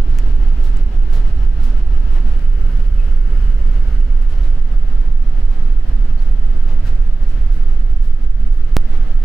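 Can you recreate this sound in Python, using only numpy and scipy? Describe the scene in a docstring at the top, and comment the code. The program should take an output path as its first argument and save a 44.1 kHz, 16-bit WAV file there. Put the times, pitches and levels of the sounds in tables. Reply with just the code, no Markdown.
"""A deep throb fills a ferry's lounge: the hull shakes with every turn of the propeller shaft.
Ventilation rushes, the cabin hums and vending machines whine faintly, heard first at a table, then in
the aisle, then at a machine. Soft swishes, scuffs, squeaks and ticks lie on top, and a sharp pop comes
near the end. Surges of the throb drive a limiter, so the hiss drops abruptly and creeps back."""
import sys
import numpy as np
from scipy import signal
from scipy.fft import rfft, irfft
from scipy.io import wavfile
from scipy.ndimage import uniform_filter1d, minimum_filter1d

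SR = 44100
rng = np.random.default_rng(int(sys.argv[2]) if len(sys.argv) > 2 else 0)


def generate_wav(sig):
    """Save sig (samples, or channels by samples) to the path in sys.argv[1] as 16-bit PCM at SR."""
    pcm = np.round(np.clip(np.atleast_2d(sig).T, -1, 1) * 32767).astype(np.int16)
    wavfile.write(sys.argv[1], SR, pcm)


N = 407484
T = np.arange(N) / SR
HZ = np.maximum(np.arange(N // 2 + 1) * SR / N, 1e-3)
POP_S = 8.7677


def hull(where, shaft_hz=1.99, waver=0.28, evenness=0.72, thinning_db=-9):
    """The shaft shakes the hull at multiples of its turning rate. After the pop the throb is duller."""
    # Strong tones, mostly propeller blade beats. Each row: multiple of the turning rate,
    # then relative level in dB at the table, aisle and machine.
    blade_beats = [(6, -17, -19, -16), (9, -16.5, -21, -11.6), (12, -14.5, -16, -21.5), (15, -23, -17, -22),
                   (16, -26, -22.5, -21.5), (20, -26, -25, -31), (24, -28, -38, -39), (30, -32, -36, -36)]
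    # All the other multiples. Each row: pitch in Hz, relative level in dB.
    weak_tones = [(8, -35), (14, -25), (22, -23.5), (34, -26.5), (42, -33.5), (52, -38.5), (66, -48),
                  (86, -49), (100, -61)]
    strong = {round(multiple): levels for multiple, *levels in blade_beats}
    thinning = from_db(thinning_db * (T > POP_S))
    out = np.zeros(N)
    for multiple in range(4, 50):
        hz = multiple * shaft_hz
        gain = from_db(strong[multiple]) @ where if multiple in strong else from_db(at_hz(weak_tones, hz))
        if multiple > 9:
            gain = gain * thinning
        out += gain * (1 + waver * drift(count=24)) * np.sin(2 * np.pi * (hz * T + rng.random()))
    size = SR // 28
    crest = smooth(-minimum_filter1d(-np.abs(out), 2 * size), size)
    return out / crest.mean() / (crest / crest.mean()) ** evenness   # makes the crests nearly even


def surging(throb, level_db=-3.0, lull_db=-11, rise_s=0.02, fall_db_per_s=59,
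            swing_hz=24.7, swing_s=0.018, swing_db=-1.02):
    """The throb slackens in lulls and shudders in surges, each opened by one full swing of the hull."""
    # Lulls. Each row: middle in seconds, half-length in seconds.
    lulls = [(0.916, 0.032), (2.031, 0.012), (2.413, 0.017), (5.75, 0.01), (2.71, 0.018), (4.69, 0.037),
             (6.181, 0.017), (7.18, 0.022), (8.19, 0.032), (8.685, 0.017), (9.235, 0.01)]
    # Surges. Each row: start in seconds, extra level in dB, hold in seconds.
    surges = [(0.016, 4.5, 0.034), (0.337, 3, 0.062), (0.507, 3, .02), (0.834, 4.5, 0.026),
              (0.991, 4.5, 0.013), (1.33, 3, 0.016), (1.469, 3.5, 0.045), (1.83, 4, 0.026),
              (2.003, 3.5, 0.046), (2.45, 3, 0.049), (2.884, 2.5, 0.033), (3.138, 2, 0.1),
              (3.546, 1, 0.067), (3.801, 1.5, 0.029), (4.028, 3, .02), (4.108, 2, 0.047),
              (4.273, 3.5, 0.018), (4.531, 0.5, 0.041), (4.62, 4, 0.06), (4.767, 3, 0.067), (4.951, 1, .01),
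              (5.08, 2, .02), (5.122, 4.5, 0.028), (5.274, 2.5, 0.038), (5.437, 4, 0.014),
              (5.725, 3, 0.073), (5.939, 3, 0.013), (6.026, 2.5, 0.047), (6.132, 4, 0.041),
              (6.318, 3, 0.11), (6.509, 2, 0.087), (6.739, 1, 0.059), (6.953, 2, 0.13), (7.094, 3.5, 0.042),
              (7.418, 1, 0.033), (7.508, 1, 0.0092), (7.629, 2, 0.014), (7.768, 2, .05), (7.843, 4, 0.11),
              (7.934, 4, 0.063), (8.079, 5, 0.092), (8.268, 7, 0.07), (8.436, 4, 0.11), (8.577, 3, 0.06),
              (8.725, 2, 0.15), (9.153, 3.5, 0.11)]
    out = throb * from_db(lull_db * sum(bump(s, length) for s, length in lulls))
    extra_db = np.zeros(N)
    for s, db, hold in surges:
        i = np.flatnonzero(np.abs(T - s) < .1)
        near = bump(s, swing_s)[i]
        swing = np.cos(2 * np.pi * swing_hz * (T[i] - s))
        direction = np.sign(np.sum(near * swing * out[i]))   # the way the hull already moves
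        out[i] += near * (from_db(swing_db) * direction * swing - out[i])
        rise = np.clip((T - s) / rise_s + 1, 0, 1)
        held_db = np.clip(db - fall_db_per_s * (T - s - hold), 0, db)
        extra_db = np.maximum(extra_db, rise * held_db)
    return out * from_db(level_db + extra_db)


def pop(throb, left=0.49, right=0.71, span_s=0.0085):
    """A sharp click where the throb breaks off and jumps to a new value."""
    age = T - POP_S
    near = np.exp(-np.abs(age) / span_s) * (1 + np.abs(age) / span_s)
    return throb * (1 - near) + near * np.sign(age) * np.array([[left], [right]])


def ventilation(where, air_db=0.38, drone_db=-1.6, air_depth=0.74):
    """A low cabin drone and rushing air swell and sink slowly together."""
    # Tone colours of drone and air: "common" reaches both ears alike, "diffuse" differs between them.
    # Each row: frequency in Hz, relative level in dB.
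    drone_common = [(20, -47.5), (45, -40), (65, -44.5), (85, -54), (102, -53), (150, -57.5), (200, -61.5),
                    (280, -64.5), (400, -68), (600, -81.5), (1200, -105)]
    drone_diffuse = [(20, -60.5), (60, -73), (120, -75), (250, -73.5), (450, -76.5), (1200, -105)]
    air_common = [(200, -83.5), (550, -72.5), (800, -77), (1060, -78.5), (1200, -79.5), (1240, -75),
                  (1700, -79), (2450, -86), (3200, -88), (3600, -91.5), (4600, -93), (8000, -106),
                  (11000, -111), (15500, -114)]
    air_diffuse = [(200, -95), (550, -75.5), (1160, -75), (1240, -83.5), (2400, -88), (3200, -88),
                   (3600, -93.5), (4400, -91.5), (6300, -100), (9000, -111), (15500, -120)]
    # The slow swell. Each row: time in seconds, relative level in dB.
    slow_level = [(0.0, -42), (.7, -42.5), (1.5, -43), (2.3, -42.5), (2.6, -44.5), (3.75, -43.5),
                  (4.1, -45), (4.5, -46.5), (5.0, -45.5), (5.55, -44.5), (6.3, -44.5), (6.85, -44),
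                  (7.6, -46), (8.3, -45), (8.95, -45.5), (9.24, -46)]
    level = np.interp(T, *np.transpose(slow_level))
    swell_db = level - level.mean()
    drone = room_noise(drone_common, drone_diffuse, where) * from_db(drone_db + swell_db)
    air = room_noise(air_common, air_diffuse, where) * from_db(air_db + air_depth * swell_db)
    return drone + by_the_glass(air)


def room_noise(common, diffuse, where, ripple_db=1.7, count=700):
    """Broad noise, coloured at each spot by resonances and by a fine ripple from reflections."""
    # Resonances and hollows of cabin, ducts and compressors. Each row: frequency in Hz, width in Hz,
    # then boost in dB at the table, aisle and machine.
    resonances = [(112.5, 13, 0.5, 3, 5), (151, 7.1, 0.5, 4, 5.5), (174.1, 7, 5, 12.5, 6.5),
                  (235.8, 32, 4, 4.5, 5.5), (290, 27, 5, -0.5, 3.5), (360, 19, 4.5, 3.5, 0),
                  (450, 12, 3, 3.5, 1), (580, 56, -1.5, 2.5, 1), (680, 60, 1.5, -0.5, 1),
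                  (772, 41, 1, 0.5, 3.5), (900, 45, 5.5, 0.5, 2.5), (1060, 230, -2.5, -2.5, -1),
                  (1480, 460, -1.3, 0, 0.5), (2070, 110, -0.5, 1, 1.5), (2640, 110, 0.5, 0.5, 1.5),
                  (2980, 280, 3, 3, 3), (11400, 4300, -2.5, -2.5, -2), (13800, 2600, -5, -3, -4.5)]
    shapes = np.array([bell(hz, width) for hz, width, *_ in resonances])
    boost_db = np.array(resonances)[:, 2:].T @ shapes
    grid_hz = np.linspace(0, HZ[-1], count)
    ripple = np.array([np.interp(HZ, grid_hz, row) for row in rng.standard_normal((3, count))])
    room = from_db(boost_db + ripple_db * ripple * (HZ > 400)) * (HZ > 10)
    parts = [where * noise(room * from_db(at_hz(colour, HZ))) for colour in (common, diffuse)]
    return stereo(*np.sum(parts, axis=1))


def by_the_glass(air, hz=930, width_hz=480):
    """Close to the machine's glass front, its reflection hollows out the middle of the rushing air."""
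    # The hollow. Each row: time in seconds, depth from 0 to 1.
    hollow = [(5.0, 0.1), (6.3, 0.2), (7.6, 0.36), (8.7, 0.38), (8.8, .25)]
    depth = np.interp(T, *np.transpose(hollow))
    return air - depth * irfft(rfft(air) * bell(hz, width_hz), N)


def hums(waver_turns=.17, flutter_db=2.0, spread=.25):
    """A cabin resonance builds up to a wavering, fluttering tone and dies away."""
    # Hums. Each row: middle in seconds, level in dB, pitch in Hz, half-length in seconds.
    tones = [(0.335, -30, 82, .09), (0.448, -41, 243, .12), (0.872, -40, 222, .06),
             (1.655, -38.5, 238, 0.071), (2.27, -29, 78, 0.055), (2.664, -29, 76, 0.048),
             (2.917, -32, 74, 0.039), (5.42, -41.5, 240, 0.095), (6.05, -41.5, 241.7, .17),
             (6.681, -41, 243, .1), (6.852, -27, 90, .07), (8.444, -36, 226, 0.08)]
    out = 0
    for s, db, hz, length in tones:
        phase = 2 * np.pi * (hz * T + rng.random() + waver_turns * drift(count=260))
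        swell = from_db(db + flutter_db * drift(count=260)) * bump(s, length)
        out += swell * np.sqrt(2) * stereo(np.sin(phase), spread * np.cos(phase))
    return out


def scuffs(spread=.6, rustle_db=-4.0):
    """Short rubs, as of soles and clothing: a dull body with a rustle on top."""
    # Scuffs. Each row: middle in seconds, body level in dB, relative rustle level in dB,
    # half-length in seconds.
    rubs = [(.16, -49, -48, 0.065), (0.662, -55, -47.5, 0.072), (1.163, -40.5, -45.5, 0.048),
            (1.29, -55, -52, .018), (1.672, -41.5, -46, 0.051), (2.162, -40.5, -54, 0.046),
            (2.29, -48, -55, .06), (2.79, -54, -52, .07), (3.75, -44, -50, 0.052), (3.886, -53, -57, .04),
            (4.32, -44, -46, 0.042), (4.465, -49, -51, 0.072), (5.526, -42.5, -48, 0.028),
            (5.655, -53, -55, 0.02), (6.235, -53, -48.5, 0.05), (6.7, -43.5, -52, 0.037),
            (6.876, -43.5, -43, 0.031), (7.228, -47, -55, 0.033), (7.327, -56, -53, 0.044),
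            (7.706, -45.5, -52, 0.03), (8.225, -58, -53, 0.03), (8.69, -47, -54, 0.016),
            (8.948, -43, -51, 0.036), (9.11, -53, -56, .025)]
    # Tone colour of the body. Each row: frequency in Hz, relative level in dB.
    colour = [(100, -12.5), (300, 7), (800, 4), (1600, -1.5), (3000, -9), (6000, -21.5), (15500, -38)]
    shapes = np.array([bump(s, length) for s, *_, length in rubs])
    body, top = from_db(np.array(rubs)[:, 1:3].T) @ shapes
    dull = wide_noise(from_db(at_hz(colour, HZ)) * (HZ > 10), spread)
    return body * dull + from_db(rustle_db) * top * rustle()


def swishes(level_db=-6.0, tail_db=-8.5, tail_rise_s=.02, tail_s=0.07, spread=.7, grain_db=1.5):
    """Short brushing hisses: a bright, grainy start, then a duller rustling tail."""
    # Swishes, the first four a shaft turn apart. Each row: start in seconds, relative level in dB,
    # rise in seconds, decay in seconds.
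    strokes = [(0.630, -43, .004, 0.033), (1.125, -41, .004, 0.031), (1.6265, -43, .004, 0.036),
               (2.1266, -48.5, .004, 0.027), (4.2144, -53, .005, 0.022), (4.2971, -55.5, .004, .035),
               (4.43, -62, .006, 0.059), (4.98, -56, .008, 0.037), (6.1894, -58, .005, 0.06),
               (6.6644, -58, .007, .033), (6.8563, -49.5, .004, .028), (7.27, -46, 0.012, 0.03),
               (7.517, -48, .008, 0.036), (8.024, -47.5, 0.01, 0.051), (8.518, -45.5, .012, 0.032)]
    # Tone colour of the bright start. Each row: frequency in Hz, relative level in dB.
    colour = [(300, 3.5), (1500, 1), (3000, 12), (5500, 9.5), (8000, 5.5), (10500, 5), (12300, 2),
              (14000, 6.5), (15500, 2.7)]
    head, tail = np.zeros((2, N))
    for s, db, rise_s, decay_s in strokes:
        age = np.maximum(T - s, 0)
        head += from_db(db) * (1 - np.exp(-age / rise_s)) * 2 * np.exp(-age / decay_s)
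        tail += from_db(db + tail_db) * (1 - np.exp(-age / tail_rise_s)) * np.exp(-age / tail_s)
    hiss = wide_noise(from_db(at_hz(colour, HZ)), spread) * grain(grain_db)
    return from_db(level_db) * (head * hiss + tail * rustle())


def rustle(grain_db=3.0, spread=.7):
    """The fine, grainy hiss of rubbing."""
    # Its tone colour. Each row: frequency in Hz, relative level in dB.
    colour = [(500, -13.5), (1500, 0), (3200, -0.5), (5500, -6), (8000, -13.5), (15500, -25)]
    return wide_noise(from_db(at_hz(colour, HZ)) * (HZ > 300), spread) * grain(grain_db)


def ticks(ring_width_hz=1700, spread=0.46):
    """Each tick is a tiny burst of crackle through its own resonance."""
    # Ticks, the early ones from a plastic food pack. Each row: start in seconds, level in dB,
    # ring pitch in Hz, ring boost in dB, decay in seconds.
    clicks = [(0.1871, -23.5, 7000, 4, 0.0006), (0.1872, -29, 1800, 6, 0.0011),
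              (0.1950, -31, 5500, 4, 0.0011), (0.486, -47, 1700, 4, 0.007), (0.77, -39, 2600, 14, 0.0009),
              (0.771, -36.5, 7060, 22, 0.001), (2.394, -30.5, 2500, 2, 0.00032)]
    # Tone colour of all ticks. Each row: frequency in Hz, relative level in dB.
    colour = [(500, -5), (1750, 8), (2600, 0), (4000, 1), (8000, -1), (9500, -11), (15500, -15)]
    out = 0
    for s, db, hz, ring_db, decay in clicks:
        gain = from_db(at_hz(colour, HZ) + ring_db * bell(hz, ring_width_hz))
        envelope = (T >= s) * np.exp(-np.minimum(np.abs(T - s) / decay, 50))
        out += from_db(db) * np.sqrt(np.mean(envelope ** 2)) * wide_noise(gain, spread, envelope)
    return out


def squeaks(spread=.5):
    """Faint, brief rubs that each sound one narrow resonance."""
    # Squeaks. Each row: middle in seconds, level in dB, pitch in Hz, width in Hz, half-length in seconds.
    rubs = [(2.997, -50, 2590, 200, 0.027), (4.308, -61, 10650, 400, 0.016),
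            (6.187, -51.5, 4450, 260, 0.014), (6.87, -42, 1430, 260, 0.018)]
    return sum(from_db(db) * bump(s, length) * wide_noise(bell(hz, width), spread)
               for s, db, hz, width, length in rubs)


def whines(where, spread=.6, beam_db=8.0, beam_s=0.58, flicker_db=1):
    """Vending machines give thin, flickering whistles that swell as the listener crosses their beams."""
    # Whines. Each row: pitch in Hz, width in Hz, level in dB outside the beam at the table, aisle
    # and machine, then crossing time in seconds.
    whistles = [(5450, 220, -76, -95, -96.5, 1.7), (7800, 260, -92.5, -82, -92, 3.2),
                (10430, 280, -95.5, -84, -97, 2.7), (11000, 300, -91.5, -84, -93, 2.75),
                (12480, 420, -90, -81, -81.5, 2.7), (12930, 280, -91, -83.5, -85, 2.9),
                (14600, 200, -94.5, -91, -97, 3.3)]
    out = 0
    for hz, width, *levels, crossed_s in whistles:
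        whistle = wide_noise(bell(hz, width), spread)
        swell = from_db(beam_db * bump(crossed_s, beam_s) + flicker_db * drift(count=150))
        out += swell * (from_db(levels) @ where) * whistle
    return out


def spots(switch_s=2.394, fade_s=.04, walk_start_s=3.9, walk_end_s=5.1):
    """Each spot's share: the table's sound switches abruptly to the aisle's, then a walk to a machine."""
    table = .5 - .5 * np.tanh((T - switch_s) / fade_s)
    machine = np.clip((T - walk_start_s) / (walk_end_s - walk_start_s), 0, 1)
    return np.array([table, 1 - table - machine, machine])


def from_db(db):
    """Decibels to gain."""
    return 10 ** (np.asarray(db) / 20)


def unit_power(x):
    """Scale to an average power of 1."""
    return x / np.sqrt(np.mean(x ** 2) + 1e-20)


def at_hz(points, hz):
    """Read a tone colour's level in dB between its rows."""
    row_hz, db = np.transpose(points)
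    return np.interp(np.log(hz), np.log(row_hz), db)


def bell(hz, width_hz):
    """The peak of a resonance, 1 on top."""
    return 1 / (1 + (2 * (HZ - hz) / width_hz) ** 2)


def bump(middle_s, half_length_s):
    """A smooth swell up to 1 and back."""
    return np.exp(-((T - middle_s) / half_length_s) ** 2)


def smooth(x, size):
    """Average twice over size samples."""
    return uniform_filter1d(uniform_filter1d(x, size), size)


def drift(count):
    """Wander through count random values."""
    return np.interp(T, np.linspace(0, T[-1], count), rng.standard_normal(count))


def grain(depth_db):
    """A fast, random flicker in level."""
    return unit_power(from_db(depth_db * drift(count=2500)))


def noise(gain, envelope=1):
    """Noise shaped in time by envelope, then in frequency by gain."""
    return irfft(rfft(envelope * rng.standard_normal(N)) * gain, N) * np.sqrt(SR / 2)


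def wide_noise(gain, spread, envelope=1):
    """Stereo noise; spread sets how much the ears differ."""
    common, diffuse = (unit_power(noise(gain, envelope)) for _ in range(2))
    return stereo(common, spread * diffuse)


def stereo(common, diffuse):
    """Left and right from what they share and what they do not."""
    return common + diffuse * np.array([[1], [-1]])


def scene(left_db=-1.0, right_db=2.5):
    """The throb leans to the right; the rest fills the room."""
    where = spots()
    throb = pop(surging(hull(where)) * from_db([[left_db], [right_db]]))
    room = throb + ventilation(where) + hums() + whines(where)
    return room + squeaks() + swishes() + scuffs() + ticks()


def limiter(x, ceiling=0.76, attack_s=0.012, release_db_per_s=44):
    """Each crest above the ceiling turns the whole sound down, and it creeps back: the hiss pumps."""
    over_db = 20 * np.log10(np.maximum(np.abs(x).max(axis=0) / ceiling, 1))
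    duck_db = np.maximum.accumulate(over_db + release_db_per_s * T) - release_db_per_s * T
    size = int(attack_s * SR)
    return x * smooth(minimum_filter1d(from_db(-duck_db), 2 * size), size)


def record(dry, cutoff_hz=15750):
    """Limit the peaks, then cut off the highest treble."""
    top_cut = signal.ellip(10, .05, 50, cutoff_hz, fs=SR, output="sos")
    return signal.sosfiltfilt(top_cut, limiter(dry))


dry = scene()
out = record(dry)
generate_wav(out)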